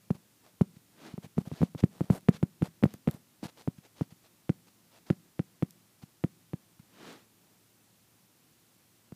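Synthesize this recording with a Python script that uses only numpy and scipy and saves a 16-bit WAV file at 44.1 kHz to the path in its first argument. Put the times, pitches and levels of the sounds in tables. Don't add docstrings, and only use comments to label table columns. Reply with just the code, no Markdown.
import sys
import numpy as np
from scipy import signal
from scipy.fft import rfft, irfft
from scipy.io import wavfile
from scipy.ndimage import uniform_filter1d

SR = 44100
rng = np.random.default_rng(int(sys.argv[2]) if len(sys.argv) > 2 else 0)


def to_wav(s):
    ch = np.atleast_2d(s).T
    pcm = np.round(np.clip(ch, -1, 1) * 32767)
    wavfile.write(sys.argv[1], SR, pcm.astype(np.int16))


N = 403515
TIME = np.arange(N) / SR
SIZE = 8192
AGE = np.arange(SIZE) / SR
HZ = np.maximum(np.fft.rfftfreq(SIZE, 1 / SR), 1e-3)
LEAD = 512 / SR


def undb(db):
    return 10 ** (np.asarray(db) / 20)


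def unit(x):
    return x / np.sqrt(np.mean(x ** 2))


def held(wave, seconds):
    return wave * np.sqrt(seconds * SR / np.sum(wave ** 2))


def add(track, at, wave):
    start = max(int(round(at * SR)), 0)
    part = wave[:max(N - start, 0)]
    track[start:start + len(part)] += part


def band(x, lo_hz, hi_hz, order=2):
    top_hz = min(hi_hz, SR / 2 - 10)
    return signal.sosfilt(signal.butter(order, [lo_hz, top_hz], "band", fs=SR, output="sos"), x)


def noise(colour):
    hz, level_db = np.transpose(colour)
    bins = np.maximum(np.fft.rfftfreq(N, 1 / SR), 1)
    gain = undb(np.interp(np.log(bins), np.log(hz), level_db))
    return unit(irfft(rfft(rng.standard_normal(N)) * gain, N))


# [dB, relative]
ROOM_COLOUR = [(18, -63.5), (30, -34), (111, -7.5), (137, -8), (173, -5), (292, -10), (350, -10),
               (379, -14.5), (591, -18), (767, -18.5), (1080, -19.5), (1590, -21.5), (13600, -23),
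               (15500, -25)]
ROOM_DB = -65
HUM_HZ, HUM_DB = 110, -79.5


def room():
    air = undb(ROOM_DB) * noise(ROOM_COLOUR)
    hum = undb(HUM_DB) * unit(np.sin(2 * np.pi * HUM_HZ * TIME))
    return air + hum


def mode(hz, width_hz):
    return 1 / (1 + 1j * (HZ ** 2 - hz ** 2) / (HZ * width_hz))


def soften(hz):
    return 1 / (1 + 1j * HZ / hz)


def blow(response, lowest_hz=80):
    radiated = 1 / np.sqrt(1 + (lowest_hz / HZ) ** 8)
    wave = irfft(response * radiated * np.exp(-2j * np.pi * HZ * LEAD))
    fade_in = np.sin(np.pi / 2 * np.minimum(AGE / LEAD, 1))
    fade_out = np.exp(-(AGE / .06) ** 4)
    wave = wave * fade_in * fade_out
    return wave / np.abs(wave).max()


def thump(pad_hz, hz=175, width_hz=113):
    return -blow(mode(hz, width_hz) * np.exp(-(HZ / pad_hz) ** 2))


def rustle(spread_s, lo_hz, hi_hz):
    spread = AGE / spread_s
    swell = spread * np.exp(1 - spread)
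    return unit(band(rng.standard_normal(SIZE), lo_hz, hi_hz, order=1)) * swell


# [Hz, fastest swing of the pad]
TAPS = [(.1052,-16,0.18,0.0047,279), (0.6113,-10.5,0.16,0.005,318), (1.179,-30.5,0.45,.005,390),
        (1.3809,-15,0.31,.0047,430), (1.5159,-28,.45,0.0072,210), (1.6171,-16.5,.05,.0056,192),
        (1.6299,-12.5,0.099,0.0042,475), (1.7493,-29,0.2,0.0069,246), (1.8374,-14.5,0.8,0.0024,200),
        (2.0079,-16.5,0.21,0.006,443), (2.1016,-10,.1,0.0045,182), (2.2864,-5.5,.9,0.0046,460),
        (2.4285,-13,0.64,0.0058,290), (2.6218,-14,0.71,0.0063,320), (2.8268,-20,0.11,.0049,348),
        (2.8368,-7,0.98,.0039,680), (2.8551,-17,0.12,0.0054,176), (2.9402,-38.5,1,0.0038,167),
        (3.0748,-12.5,.75,0.0042,534), (3.0873,-23,1,0.0053,168), (3.43,-29.5,0.15,0.00346,690),
        (3.676,-18.5,0.12,0.00706,353), (4.0109,-18.5,.2,.0067,318), (4.494,-14,0.82,.0062,360),
        (5.102,-12.5,0.97,0.0057,400), (5.3934,-18,0.87,.0062,352), (5.6246,-15,0.77,0.0062,403),
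        (6.2393,-15.5,0.85,.0061,400), (6.534,-24.5,.75,0.0061,258), (9.122,-37,0.7,0.0041,180)]
# [dB, relative]
BOARD = [(320, 69, 3.5), (630, 250, -4.5), (683, 68, -2), (1320, 210, -6.5), (1886, 450, -17)]
USUAL_DB = -17
LIGHTNESS = 0.25
# (dB re thump with a flat pad, dB gained with the tip)
TOUCH_DB, KNOCK_DB, TICK_DB = (-2, -5.5), (-31, 20.5), (-47, 24.5)
EDGE_HZ, EDGE_OCTAVES = 2880, .6


def touch_gain(part_db, hardness, force_db):
    flat_db, tip_db = part_db
    return undb(flat_db + tip_db * hardness - LIGHTNESS * force_db)


def board_knock(edge):
    detuning = np.exp(.06 * rng.standard_normal(len(BOARD)))
    modes = 0
    for k, (hz, width_hz, level_db) in enumerate(BOARD):
        sign = (-1) ** k
        modes = modes + sign * undb(level_db) * mode(hz * detuning[k], width_hz)
    return -held(blow(modes * soften(1600) * edge), 0.0017)


def skin_tick(edge):
    return -held(blow(mode(1900, 2000) * soften(1500) * edge), 0.0035)


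def taps():
    out = np.zeros(N)
    touch = mode(194, 215) * (1 - soften(200)) * soften(300)
    for at, db, hardness, lag, pad_hz in TAPS:
        force_db = db - USUAL_DB
        edge_hz = EDGE_HZ * 2 ** (EDGE_OCTAVES * hardness)
        edge = 1 / (1 + (HZ / edge_hz) ** 4)
        first_touch = touch_gain(TICK_DB, hardness, force_db) * skin_tick(edge)
        first_touch += touch_gain(KNOCK_DB, hardness, force_db) * board_knock(edge)
        first_touch -= touch_gain(TOUCH_DB, hardness, force_db) * blow(touch * edge)
        add(out, at - LEAD, undb(db) * first_touch)
        add(out, at + lag - LEAD, undb(db) * thump(pad_hz))
        add(out, at, undb(db - 43.5) * rustle(spread_s=0.0033, lo_hz=3020, hi_hz=15200))
        add(out, at, undb(db - 37.5) * rustle(spread_s=0.0024, lo_hz=600.8, hi_hz=1720))
    return out


# [s, to fall 60 dB]
RINGS = [(110.9, 370, -25.5, 0.058), (100, 420, -33, 0.92), (458, 5000, -21, 0.091)]


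def after_ring(x):
    swell = 1 - np.exp(-(AGE / 0.011) ** 2)
    tail = np.zeros(SIZE)
    for lo_hz, hi_hz, level_db, t60_s in RINGS:
        decay = undb(-60 * AGE / t60_s)
        ring = band(rng.standard_normal(SIZE), lo_hz, hi_hz) * swell * decay
        tail += undb(level_db) * held(ring, 2 * (hi_hz - lo_hz) / SR ** 2)
    return signal.fftconvolve(x, tail)[:N]


# start_s [s], level_db [dB peak]
BUMPS = [(0.152,-40), (0.769,-45), (1.1403,-31.5), (1.2449,-38), (1.264,-42.5), (1.373,-29), (1.4135,-38),
         (1.4747,-31), (1.536,-34), (1.609,-23.5), (1.83,-25.5), (1.8398,-12.5), (2.042,-38), (2.122,-28),
         (2.133,-28), (2.3473,-38), (2.616,-29), (2.6858,-43), (3.146,-36), (3.455,-32), (3.786,-40.5),
         (4.1245,-43), (5.129,-37), (6.0366,-37), (6.7987,-43)]
BUMP_HZ = 393
BUMP_DB_PER_OCTAVE = 35
SETTLE_S, SETTLE_DB, SETTLE_HZ = 0.027, -33, 295


def bumps():
    out = np.zeros(N)
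    for at, db, *_ in TAPS:
        add(out, at + SETTLE_S - LEAD, undb(db + SETTLE_DB) * thump(SETTLE_HZ))
    for at, db in BUMPS:
        pad_hz = BUMP_HZ * 2 ** ((db - USUAL_DB) / BUMP_DB_PER_OCTAVE)
        add(out, at - LEAD, undb(db) * thump(pad_hz))
        add(out, at - .008, undb(-64) * rustle(spread_s=0.0045, lo_hz=349, hi_hz=3000))
    return out


def grip(rough_db, size=130):
    flutter = unit(uniform_filter1d(rng.standard_normal(N), size))
    return unit(undb(rough_db * flutter))


# start_s [s], end_s [s], rasp_db [dB rms before the fades], pressure [0-1]
SCUFFS = [(0.146, 0.168, -65.5, .6), (0.425, 0.509, -69, 0.26), (1.225, 1.26, -58.5, 0.47),
          (1.367, 1.428, -65.5, 0.6), (1.453, 1.487, -63, .7), (1.475, 1.706, -59.5, 0.14),
          (1.776, 1.813, -53, 0), (1.886, 2.126, -68, 0.54), (2.093, 2.195, -57.5, 0.93),
          (2.322, 2.38, -53.5, 0.02), (2.627, 2.677, -56, 0.56), (2.85, 2.98, -66, 0),
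          (3.052, 3.187, -67, .75), (3.427, 3.471, -49.5, 0.25), (3.478, 3.503, -59, 0.23),
          (3.562, 3.634, -61, 0.17), (3.831, 3.875, -63.5, 0.08), (3.952, 4.053, -62.5, 0.12),
          (4.109, 4.115, -61.5, 0), (4.233, 4.28, -67, 0), (4.668, 4.689, -66.5, 0),
          (4.907, 5, -65.5, 0.15), (5.056, 5.128, -64, 0.2), (6.02, 6.037, -62.5, 0.25),
          (7.328, 7.664, -80, 0.36)]
BODY_DB, FIZZ_DB = (-.5, 14), (-13, 15)  # (dB re rasp in a light rub, dB gained at full pressure)


def scuffs():
    out = np.zeros(N)
    flutter = grip(rough_db=2.5)
    body = unit(band(rng.standard_normal(N), 180, 820))
    rasp = unit(band(rng.standard_normal(N), 1000, 5300))
    fizz = unit(band(rng.standard_normal(N), 6800, 13000))
    for start, end, db, pressure in SCUFFS:
        body_gain, fizz_gain = (undb(light + pressed * pressure) for light, pressed in (BODY_DB, FIZZ_DB))
        span = slice(int((start - .006) * SR), int((end + 0.0074) * SR))
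        rub = rasp[span] + body_gain * body[span] + fizz_gain * fizz[span]
        out[span] += undb(db) * rub * signal.windows.tukey(len(rub), .7)
    return out * flutter


SLIDE_SHAPE = 1.5
SLIP_HZ, SLIP_POWER = 331.5, .35


def stroke(at, rise_s, fall_s):
    ramp_s = np.where(TIME < at, rise_s, fall_s)
    return np.exp(-(np.abs(TIME - at) / ramp_s) ** SLIDE_SHAPE)


def judder(speed, wander=.14):
    unevenness = unit(uniform_filter1d(rng.standard_normal(N), size=200))
    slip_hz = SLIP_HZ * speed ** SLIP_POWER * (1 + wander * unevenness)
    phase = 2 * np.pi * np.cumsum(slip_hz) / SR
    cycles = unit(np.sin(phase) + undb(-9) * np.sin(2 * phase))
    return speed ** 1.7 * cycles * grip(rough_db=1.0)


# [dB re swish, stick-slip]
SLIDES = [(1.062, -50.5, .065, .066, -1.5), (7.085, -48.5, .1, 0.083, -26)]
# [dB, relative]
SLIDE_COLOUR = [(47, -64), (80, -46), (114, -9), (205, 2), (371, -2.5), (404, -1.5), (526, -9), (574, -12),
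                (1160, -10.5), (4030, -15.5), (12900, -32.5), (15000, -38)]


def slides():
    swish = noise(SLIDE_COLOUR) * grip(rough_db=1.06)
    scrape = undb(-7.5) * unit(band(rng.standard_normal(N), 250, 910)) * grip(rough_db=1.5)
    out = np.zeros(N)
    for at, db, rise_s, fall_s, groan_db in SLIDES:
        speed = stroke(at, rise_s, fall_s)
        groan = undb(groan_db) * judder(speed)
        out += undb(db) * (speed * (swish + scrape) + groan)
    return out


# start_s [s], level_db [dB peak]
NAILS = [(2.209, -47.5), (2.939, -34), (3.1114, -32.5), (3.14, -44), (5.708, -34.5), (7.1283, -44)]


def nails():
    out = np.zeros(N)
    for at, db in NAILS:
        burst = rng.standard_normal(SIZE) * np.exp(-AGE / 0.00065)
        snap = band(burst, 4500, 19000, order=1)
        add(out, at, undb(db) * snap / np.abs(snap).max())
    return out


def scene():
    hand = taps() + bumps() + scuffs() + slides() + nails()
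    return (room() + hand + after_ring(hand))[None]


TOP_HZ = 15400


def record(dry):
    return signal.sosfilt(signal.ellip(10, .1, 70, TOP_HZ, fs=SR, output="sos"), dry)


dry = scene()
out = record(dry)
to_wav(out)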